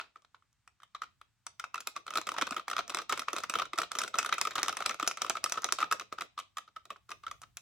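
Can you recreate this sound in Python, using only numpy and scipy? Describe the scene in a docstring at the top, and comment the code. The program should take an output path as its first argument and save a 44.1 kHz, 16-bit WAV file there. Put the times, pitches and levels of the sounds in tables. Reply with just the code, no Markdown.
"""Close stereo take in a small quiet room: a thin steel palette knife stirs thick paint in a small plastic cup.
At the start an earlier touch dies away over room hush and table rumble, as a touch rings and cracks at once.
Sparse touches follow, with drag and room answer behind each; from about 1.5 s they grow stronger and denser.
From about 2 to 6 s the stirring is fast: the blade skips between touches, paint sloshes and the cup thuds.
Then it slackens to weaker, sparser touches. Rings are swelling sines; cracks, drag and slosh are shaped noise."""
import sys
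import numpy as np
from scipy import signal
from scipy.fft import rfft, irfft, next_fast_len
from scipy.io import wavfile
from scipy.ndimage import uniform_filter1d, map_coordinates

SR = 44100
rng = np.random.default_rng(int(sys.argv[2]) if len(sys.argv) > 2 else 0)


def store_wav(level_fs):
    """Save 16-bit WAV to argv[1]."""
    pcm = np.round(np.clip(np.atleast_2d(level_fs), -1, 1) * 32767)
    wavfile.write(sys.argv[1], SR, pcm.T.astype(np.int16))


N = 335601

# room sound left by a touch before the start: [f/Hz, relative level per Hz/dB]
EARLIER_TOUCH = [(180, -48), (300, -21.5), (1080, -11), (1420, -5), (1570, -16), (3860, -14.5),
                 (15000, -50.5)]
# room hush: [f/Hz, relative level per Hz/dB]
ROOM_HUSH = [(100, -3), (200, -4.5), (480, -22), (800, -13), (1250, -10), (2500, -13.5), (8500, -18.5),
             (11000, -37.5), (16000, -55.5)]
# clear touches of blade on cup: [t/s, relative ring level/dB, ring f/Hz, edge crack level/dB]
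TOUCHES = [(-0.004, -22, 1320, -43.5), (0.1575, -40.5, 1260, -71.5), (0.22, -66, 1160, -69.5),
           (0.2477, -47.5, 1256, -71.5), (0.345, -42, 1200, -79), (0.4226, -59.5, 1250, -90),
           (0.5284, -92, 1260, -71.5), (0.6758, -44, 1250, -58), (0.8009, -50.5, 1260, -72.5),
           (0.8192, -52, 1420, -72), (0.8317, -43.5, 1230, -62), (0.9476, -31, 1200, -55),
           (1.018, -27.5, 1264, -51), (1.0328, -37, 1340, -59.5), (1.2132, -44, 1280, -64.5),
           (1.4655, -43, 1400, -38.5), (1.5964, -31, 1380, -42), (1.64, -25.5, 1310, -49),
           (1.7429, -24.5, 1230, -42.5), (1.7557, -31, 1240, -46), (1.7777, -32, 1340, -54),
           (1.804, -38, 1320, -44), (1.8716, -30.5, 1313, -31.5), (1.9628, -28.5, 1180, -43),
           (2.0655, -35.5, 1250, -50.5), (2.078, -32.5, 1330, -52.5), (2.105, -33.5, 1240, -45),
           (2.136, -30, 1330, -47.5), (2.1545, -23.5, 1290, -40.5), (2.1717, -20, 1262, -38.5),
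           (2.1818, -21.5, 1316, -43), (2.214, -41.5, 1250, -42), (2.2688, -30, 1230, -40.5),
           (2.289, -24, 1250, -40), (2.317, -31, 1220, -45), (2.364, -27, 1240, -54),
           (2.3823, -23.5, 1320, -42), (2.412, -23, 1420, -35.5), (2.4195, -21.5, 1350, -36.5),
           (2.4684, -33.5, 1470, -44), (2.4743, -27.5, 1230, -57.5), (2.508, -30, 1260, -37.5),
           (2.5213, -27.5, 1340, -47.5), (2.5643, -23.5, 1280, -43.5), (2.5948, -29.5, 1246, -55),
           (2.6803, -24.5, 1224, -42), (2.699, -30.5, 1300, -43), (2.7123, -27, 1260, -39.5),
           (2.731, -30, 1230, -61.5), (2.7652, -23.5, 1260, -37.5), (2.7806, -24, 1310, -44.5),
           (2.7894, -21, 1277, -41), (2.878, -50, 1270, -43.5), (2.8954, -32, 1170, -41),
           (2.901, -27.5, 1290, -43.5), (2.946, -23, 1287, -30.5), (2.9702, -25.5, 1170, -39),
           (2.987, -27, 1204, -37.5), (3.0166, -35, 1260, -50.5), (3.094, -24.5, 1270, -38),
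           (3.1233, -21, 1260, -32), (3.1744, -29, 1360, -42), (3.1934, -25.5, 1270, -35.5),
           (3.2169, -35, 1325, -49.5), (3.283, -21.5, 1240, -46.5), (3.3303, -26, 1260, -35.5),
           (3.3634, -24.5, 1290, -37.5), (3.3831, -30, 1220, -40), (3.4023, -36.5, 1290, -47.5),
           (3.435, -29, 1260, -42), (3.4966, -27.5, 1270, -32), (3.5377, -22, 1300, -38.5),
           (3.5533, -18.5, 1290, -42), (3.5858, -25, 1260, -41.5), (3.5963, -23, 1215, -41),
           (3.618, -24, 1330, -46.5), (3.6535, -37.5, 1340, -51), (3.7322, -27.5, 1214, -44.5),
           (3.7772, -30, 1340, -44), (3.7857, -20, 1330, -31.5), (3.817, -23, 1300, -39.5),
           (3.832, -27, 1270, -47), (3.9169, -31.5, 1250, -35), (3.951, -29, 1260, -43),
           (3.9862, -26, 1340, -28), (4.0157, -26, 1290, -35.5), (4.0353, -25.5, 1370, -36),
           (4.077, -32.5, 1400, -42), (4.1408, -22, 1295, -50.5), (4.1547, -29.5, 1220, -45.5),
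           (4.1854, -20, 1362, -24.5), (4.228, -30, 1320, -39), (4.246, -25.5, 1240, -45.5),
           (4.2604, -26.5, 1430, -37), (4.2903, -33, 1270, -45), (4.3248, -16.5, 1260, -38),
           (4.3397, -39.5, 1260, -39), (4.3807, -25, 1310, -39.5), (4.4127, -26.5, 1270, -24.5),
           (4.4506, -23.5, 1235, -39.5), (4.4706, -23.5, 1266, -38.5), (4.5075, -34.5, 1320, -46),
           (4.5544, -26.5, 1267, -37.5), (4.5791, -23, 1298, -44.5), (4.5946, -32, 1210, -44.5),
           (4.6301, -23.5, 1350, -24.5), (4.6597, -32, 1340, -43), (4.6819, -23, 1163, -31.5),
           (4.6931, -26.5, 1360, -34), (4.726, -32, 1270, -41.5), (4.7688, -24, 1260, -36.5),
           (4.804, -26.5, 1350, -46), (4.822, -28, 1260, -47), (4.8602, -23.5, 1400, -27),
           (4.8934, -25, 1210, -33.5), (4.9082, -27.5, 1310, -41), (4.943, -33.5, 1300, -45.5),
           (4.997, -24.5, 1246, -40.5), (5.0265, -24, 1260, -39.5), (5.0747, -26, 1360, -24.5),
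           (5.1115, -26.5, 1274, -39), (5.1716, -32, 1275, -43), (5.218, -25.5, 1230, -28),
           (5.246, -26, 1193, -48), (5.264, -32.5, 1240, -46.5), (5.2966, -26.5, 1310, -25),
           (5.352, -26.5, 1290, -52), (5.368, -27, 1300, -46.5), (5.4404, -26, 1270, -24.5),
           (5.459, -25, 1260, -43.5), (5.496, -39, 1340, -40), (5.5212, -26, 1260, -27.5),
           (5.573, -24, 1274, -51.5), (5.6196, -50.5, 1290, -43.5), (5.6431, -26, 1280, -25),
           (5.6874, -26, 1306, -48), (5.7229, -26.5, 1380, -22.5), (5.785, -24, 1270, -45.5),
           (5.8028, -25, 1290, -42.5), (5.813, -29.5, 1340, -46.5), (5.8259, -16, 1283, -46.5),
           (5.912, -20.5, 1280, -38), (5.9234, -19.5, 1290, -30.5), (5.9965, -31.5, 1360, -39),
           (6.0095, -32.5, 1200, -52), (6.1243, -28.5, 1250, -50), (6.1839, -30.5, 1290, -54.5),
           (6.2082, -31, 1260, -40.5), (6.2184, -29.5, 1240, -46.5), (6.3769, -31.5, 1244, -51.5),
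           (6.3877, -30.5, 1203, -49), (6.3978, -36, 1220, -48), (6.5695, -29.5, 1215, -44.5),
           (6.582, -31.5, 1244, -42.5), (6.6764, -47.5, 1265, -72), (6.762, -33.5, 1293, -59.5),
           (6.8534, -48.5, 1250, -57), (6.9028, -31, 1160, -51.5), (6.9601, -41.5, 1280, -80),
           (7.091, -40, 1300, -56.5), (7.1045, -40.5, 1240, -49), (7.1155, -32, 1230, -45.5),
           (7.235, -42, 1190, -62.5), (7.2651, -28.5, 1330, -54), (7.312, -32, 1200, -46.5),
           (7.4166, -47.5, 1295, -50.5), (7.433, -39.5, 1270, -61.5), (7.5697, -41.5, 1630, -39)]
# resonances of the cup wall: [f/Hz, width f/Hz, relative level/dB]
WALL_MODES = [(702, 110, 0.5), (1950, 640, -0.5), (2580, 220, 3), (3116, 530, -2.5), (3872, 460, -0.5)]
# resonances of the blade edge: [f/Hz, width f/Hz, relative level/dB]
EDGE_MODES = [(4725, 960, 2.5), (5920, 810, 8), (7230, 840, 5), (7785, 1040, 4), (10200, 3500, -4),
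              (13700, 5000, -13.5)]
# blade sliding on the wall: [f/Hz, relative level per Hz/dB]
DRAG_SPECTRUM = [(500, -23.5), (1000, -5.5), (1290, 3), (1700, -11), (4000, -16), (6000, -19.5),
                 (10000, -39.5), (16000, -49)]
# course of the stirring: [t/s, table rumble level/dB, relative push on the paint level/dB]
STROKES = [(0, -74, -77.5), (.15, -81, -83), (1.5, -78, -89), (2.1, -77.5, -71), (3.3, -77.5, -71.5),
           (5.8, -75, -72.5), (6.25, -81.5, -72), (6.5, -80, -84.5), (6.9, -79.5, -80), (7.15, -70, -75),
           (7.6, -71, -88.5)]
# table rumble: [f/Hz, relative level per Hz/dB]
TABLE_RUMBLE = [(20, -34), (45, -5), (120, -5), (300, -41)]
# paint and soft cup: [f/Hz, relative level per Hz/dB]
PAINT_SLOSH = [(120, -12), (330, 1), (640, 5.5), (1100, -27)]
# left-right likeness of noise and cracks: [f/Hz, correlation]
LIKENESS = [(60, 0.38), (270, .85), (650, 0.38), (1220, 0.84), (2010, 0.98), (3880, 0.44), (5800, 0.069),
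            (8010, 0.62), (9000, 0), (15000, 0)]
# decay of the room by 60 dB: [f/Hz, decay t/s]
ROOM_DECAY = [(250, 0.51), (1300, 0.19), (4000, 0.28), (12000, 0.13)]
# strength of the room answer: [f/Hz, relative level/dB]
ROOM_LEVEL = [(250, -3.5), (1300, -16.5), (2500, -10), (4000, -11), (12000, -10.5)]
# dull thuds of the cup in the hand: [t/s, peak level/dB, f/Hz]
THUDS = [(2.185, -43, 323), (2.427, -39, 269), (2.515, -38, 260), (2.947, -41, 379), (3.13, -44.5, 360),
         (3.335, -38.5, 339), (3.737, -42, 350), (4.19, -43.5, 442), (4.471, -40.5, 430), (4.63, -43, 350),
         (5.029, -36.5, 306), (5.076, -41.5, 400), (5.297, -39.5, 380), (5.725, -41.5, 372),
         (5.829, -40.5, 308)]

EARLIER_DB, EARLIER_T60_S = -48.5, 0.22
# crack level over ring level, for a touch with no snap and with full snap
SOFT_DB, HARD_DB = -23, -0.5
# the wall knock lies between ring and crack; share of the crack
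KNOCK_DB, KNOCK_SHARE, KNOCK_SCATTER_DB = -4.5, 0.4, 1
# fast stirring; time aimed for between skips; from this gap on the blade counts as lifted
FAST_FROM_S, FAST_TO_S, SKIP_S, LIFT_S = 2.05, 5.9, 0.019, 0.052
# skip ring over the weaker neighbouring touch; skip crack over skip ring
SKIP_DB, SKIP_CRACK_DB, SKIP_SCATTER_DB = -12, -16.5, 3
SKIP_RING_HZ, SKIP_RING_SCATTER_HZ = 1223, 70
TOP_HZ = 16700


def amp(db):
    """dB to gain."""
    return 10 ** (np.asarray(db) / 20)


def unit(x):
    """x at rms 1."""
    return x / np.sqrt(np.mean(x ** 2) + 1e-20)


def along(points, hz):
    """A table of (f/Hz, value) read along a log frequency axis."""
    f, value = np.transpose(points)
    return np.interp(np.log(hz + 1), np.log(f + 1), value)


def stroke_curve(column):
    """One column of the stirring, in dB, for every sample."""
    rows = np.array(STROKES)
    return np.interp(np.arange(N) / SR, rows[:, 0], rows[:, column])


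def wobble(rate):
    """A smooth random curve, rate knots a second."""
    knots = rng.standard_normal(int(N * rate / SR) + 4)
    return map_coordinates(knots, [np.arange(N) * rate / SR])


def filtered(x, response):
    """x times a response of frequency."""
    m = next_fast_len(N + SR // 2)
    return irfft(rfft(x, m) * response(np.fft.rfftfreq(m, 1 / SR)), m)[..., :N]


def spread(pair, hz):
    """Two spectra mixed as mid and side, so that unrelated ones gain the tabled left-right likeness."""
    turn = np.arccos(np.clip(along(LIKENESS, hz), -1, 1)) / 2
    mid = pair[0] * np.cos(turn)
    side = pair[1] * np.sin(turn)
    return np.array([mid + side, mid - side])


def rush(spectrum, lumps):
    """Stereo noise of rms 1, lumped in time and then coloured."""
    m = next_fast_len(N)
    hz = np.fft.rfftfreq(m, 1 / SR)
    noise = rfft(lumps * rng.standard_normal((2, N)), m)
    coloured = noise * amp(along(spectrum, hz))
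    return unit(irfft(spread(coloured, hz), m)[:, :N])


def placed(s, sound):
    """Rows of stereo sound laid out at their times."""
    where = (np.round(s * SR).astype(int) + np.arange(sound.shape[-1])).ravel()
    heard = where >= 0
    return np.array([np.bincount(where[heard], side.ravel()[heard], N)[:N] for side in sound])


def recent_level(x, hold_s):
    """Rms level of x with a memory that fades over hold_s: how hard the blade has lately met the wall."""
    keep = np.exp(-1 / (hold_s * SR))
    return np.sqrt(signal.lfilter([1 - keep], [1, -keep], x ** 2))


def earlier_touch():
    """The room still dying away after a touch before the start: noise with a steady decay."""
    fall_db = -60 * np.arange(N) / SR / EARLIER_T60_S
    return amp(EARLIER_DB + fall_db) * rush(EARLIER_TOUCH, 1)


def hush():
    """The quiet room: steady coloured noise."""
    return amp(-82.5) * rush(ROOM_HUSH, 1)


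def cup_ring(db, hz, hard, luck, t):
    """The air of the cup swells within a few cycles and dies fast, with a weaker neighbour mode above it."""
    # a harder touch swells sooner
    swell = t / ((0.0036 - 0.00076 * hard) * np.exp(0.43 * luck[:, :1]))
    shell = swell ** 2.77 * np.exp(3.76 * (1 - swell))
    main = shell * np.sin(2 * np.pi * (hz * t + luck[:, 1:2]))
    second_shell = amp(-3.0) * amp(-60 * t / 0.017) * (1 - np.exp(-t / 0.0039))
    second = second_shell * np.sin(2 * np.pi * (1.17 * hz * t + luck[:, 2:3]))
    # the neighbour differs from left to right; both share the ring's level
    second_sides = np.array([1.3, -0.4])[:, None, None]
    return amp(db - 2.15) * (main + second_sides * second)


def rattle(modes, count, burst_s, scatter_db, lag_s, snap, twist, size=2048):
    """Stereo contact bursts of level near 1 through the modes, at new strengths and from slightly new spots."""
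    t, hz = np.arange(size) / SR, np.fft.rfftfreq(size, 1 / SR)
    luck = rng.standard_normal((count, 2 + len(modes)))
    life = burst_s * np.exp(0.35 * luck[:, :1])
    shell = amp(-60 * t / life) * (1 - np.exp(-t / 0.00047)) ** 2
    grit = rng.standard_normal((count, size)) * shell
    # one sharp snap where steel meets the wall, about 1 ms in
    burst = rfft(grit) + snap * np.exp(-2j * np.pi * hz * 0.0009834)
    # the side part is the same burst by another path, turned in phase at the microphone ports
    late = burst * np.exp(-2j * np.pi * (twist + hz * lag_s * luck[:, 1:2]))
    shapes = []
    for k, (centre, width, db) in enumerate(modes):
        damping = 1j * hz * width
        shapes.append((-1) ** k * amp(db) * damping / (centre ** 2 - hz ** 2 + damping))
    strengths = amp(scatter_db * luck[:, 2:])
    out = irfft(spread([burst, late], hz) * (strengths @ np.array(shapes)), size)
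    # level: the strongest 2 ms of the middle
    power = np.abs(uniform_filter1d(out.mean(axis=0) ** 2, size=88))
    return out / np.sqrt(power.max(axis=1, keepdims=True))


def touches(size=2048):
    """Each contact rings the air of the cup while wall and blade edge crack."""
    s, db, hz, edge_db = np.vstack([TOUCHES, skips()]).T[:, :, None]
    t, count = np.arange(size) / SR, len(s)
    luck = rng.standard_normal((count, 4))
    crack_over_ring = edge_db - db
    wall_db = db + KNOCK_SHARE * crack_over_ring + KNOCK_DB + KNOCK_SCATTER_DB * luck[:, 3:]
    hard = np.clip((crack_over_ring - SOFT_DB) / (HARD_DB - SOFT_DB), 0, 1)
    ring = cup_ring(db, hz, hard, luck, t)
    # twist in turns
    wall = rattle(WALL_MODES, count, burst_s=0.026, scatter_db=3.0, lag_s=0.0006, snap=4.5 * hard, twist=0)
    edge = rattle(EDGE_MODES, count, burst_s=0.021, scatter_db=1.4, lag_s=0.000005, snap=7 * hard, twist=0.25)
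    return placed(s, ring + amp(wall_db) * wall + amp(edge_db) * edge)


def drag(knocks):
    """The blade slips along the wall: after each touch and, by the push on the paint, on the way in."""
    mid = knocks.mean(axis=0)
    grit = rush(DRAG_SPECTRUM, amp(5.53 * wobble(120) + 4.24 * wobble(400)))
    after = amp(-7.0) * recent_level(mid, hold_s=0.0041)
    # run backwards, the level rises ahead of the touch
    before = recent_level(mid[::-1], hold_s=0.0023)[::-1]
    return (after + amp(stroke_curve(2) + 59.5) * before) * grit


def table_rumble():
    """The push shakes the table: slowly wavering low noise that follows the stirring."""
    return amp(stroke_curve(1)) * rush(TABLE_RUMBLE, amp(2 * wobble(6)))


def paint_slosh(knocks):
    """Pushed paint sloshes in the soft cup: lumpy noise that follows touches and push."""
    push = recent_level(knocks.mean(axis=0), hold_s=0.006) ** 0.68
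    return amp(stroke_curve(2) + 45.5) * push * rush(PAINT_SLOSH, amp(3.5 * wobble(40)))


def room(x, size=8192):
    """Each stretch of sound gets its own noise tail as answer; every frequency dies at its own speed."""
    out = np.zeros((2, N + size + SR))
    wet = filtered(x.mean(axis=0), lambda hz: amp(along(ROOM_LEVEL, hz)))
    for start in range(0, N, size):
        hz, t, z = signal.stft(rng.standard_normal((2, SR // 3)), SR, nperseg=256)
        decay = amp(-60 * t / along(ROOM_DECAY, hz)[:, None])
        mid, side = signal.istft(z * decay, SR, nperseg=256)[1]
        tail = np.array([mid + side, mid - side])
        tail = tail / np.linalg.norm(tail[0])
        part = signal.fftconvolve(wet[None, start:start + size], tail, axes=1)
        # the answer sets in 200 samples (4.5 ms) later
        out[:, start + 200:][:, :part.shape[1]] += part
    return out[:, :N]


def skips():
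    """In fast stirring the blade skips once or twice, at a nearly even pace, where touches leave room."""
    rows = np.array(TOUCHES)
    inside = (rows[:-1, 0] > FAST_FROM_S) & (rows[:-1, 0] < FAST_TO_S)
    first, then = rows[:-1][inside], rows[1:][inside]
    gap, nth = then[:, 0] - first[:, 0], np.array([[1], [2]])
    count = np.clip(np.round(gap / SKIP_S) - 1, 0, 2) * (gap < LIFT_S)
    luck = rng.standard_normal((4, 2, len(gap)))
    s = first[:, 0] + gap * nth / (count + 1) + 0.0026 * luck[0]
    weaker_db = np.minimum(first[:, 1], then[:, 1])
    # unused places are silenced
    db = np.where(nth <= count, weaker_db + SKIP_DB + SKIP_SCATTER_DB * luck[1], -150)
    hz = SKIP_RING_HZ + SKIP_RING_SCATTER_HZ * luck[2]
    crack_db = db + SKIP_CRACK_DB + SKIP_SCATTER_DB * luck[3]
    return np.reshape([s, db, hz, crack_db], (4, -1)).T


def cup_thuds(size=2048):
    """The soft cup thuds in the hand: a low sine swells and dies in a few cycles."""
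    s, db, hz = np.transpose(THUDS)[:, :, None]
    t = np.arange(size) / SR
    swell = t / 0.0033
    # start phase in turns, nearly the same left and right
    turn = rng.random((len(THUDS), 1))
    turn = turn + 0.023 * rng.standard_normal((len(THUDS), 2)).T[:, :, None]
    tone = np.sin(2 * np.pi * (hz * t + turn))
    return placed(s, amp(db) * swell * np.exp(1 - swell) * tone)


def scene():
    """Blade and cup with the room's answer, over paint, table and hush."""
    knocks = touches()
    near = knocks + drag(knocks)
    blade = near + room(near)
    fading = earlier_touch()
    low = cup_thuds() + paint_slosh(knocks) + table_rumble()
    return blade + fading + low + hush()


def record(dry):
    """The microphone thins the deepest bass, below about 35 Hz, and keeps nothing above its band limit."""
    return filtered(dry, lambda hz: (hz < TOP_HZ) * hz ** 2 / (hz ** 2 + 35 ** 2))


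dry = scene()
out = record(dry)
store_wav(out)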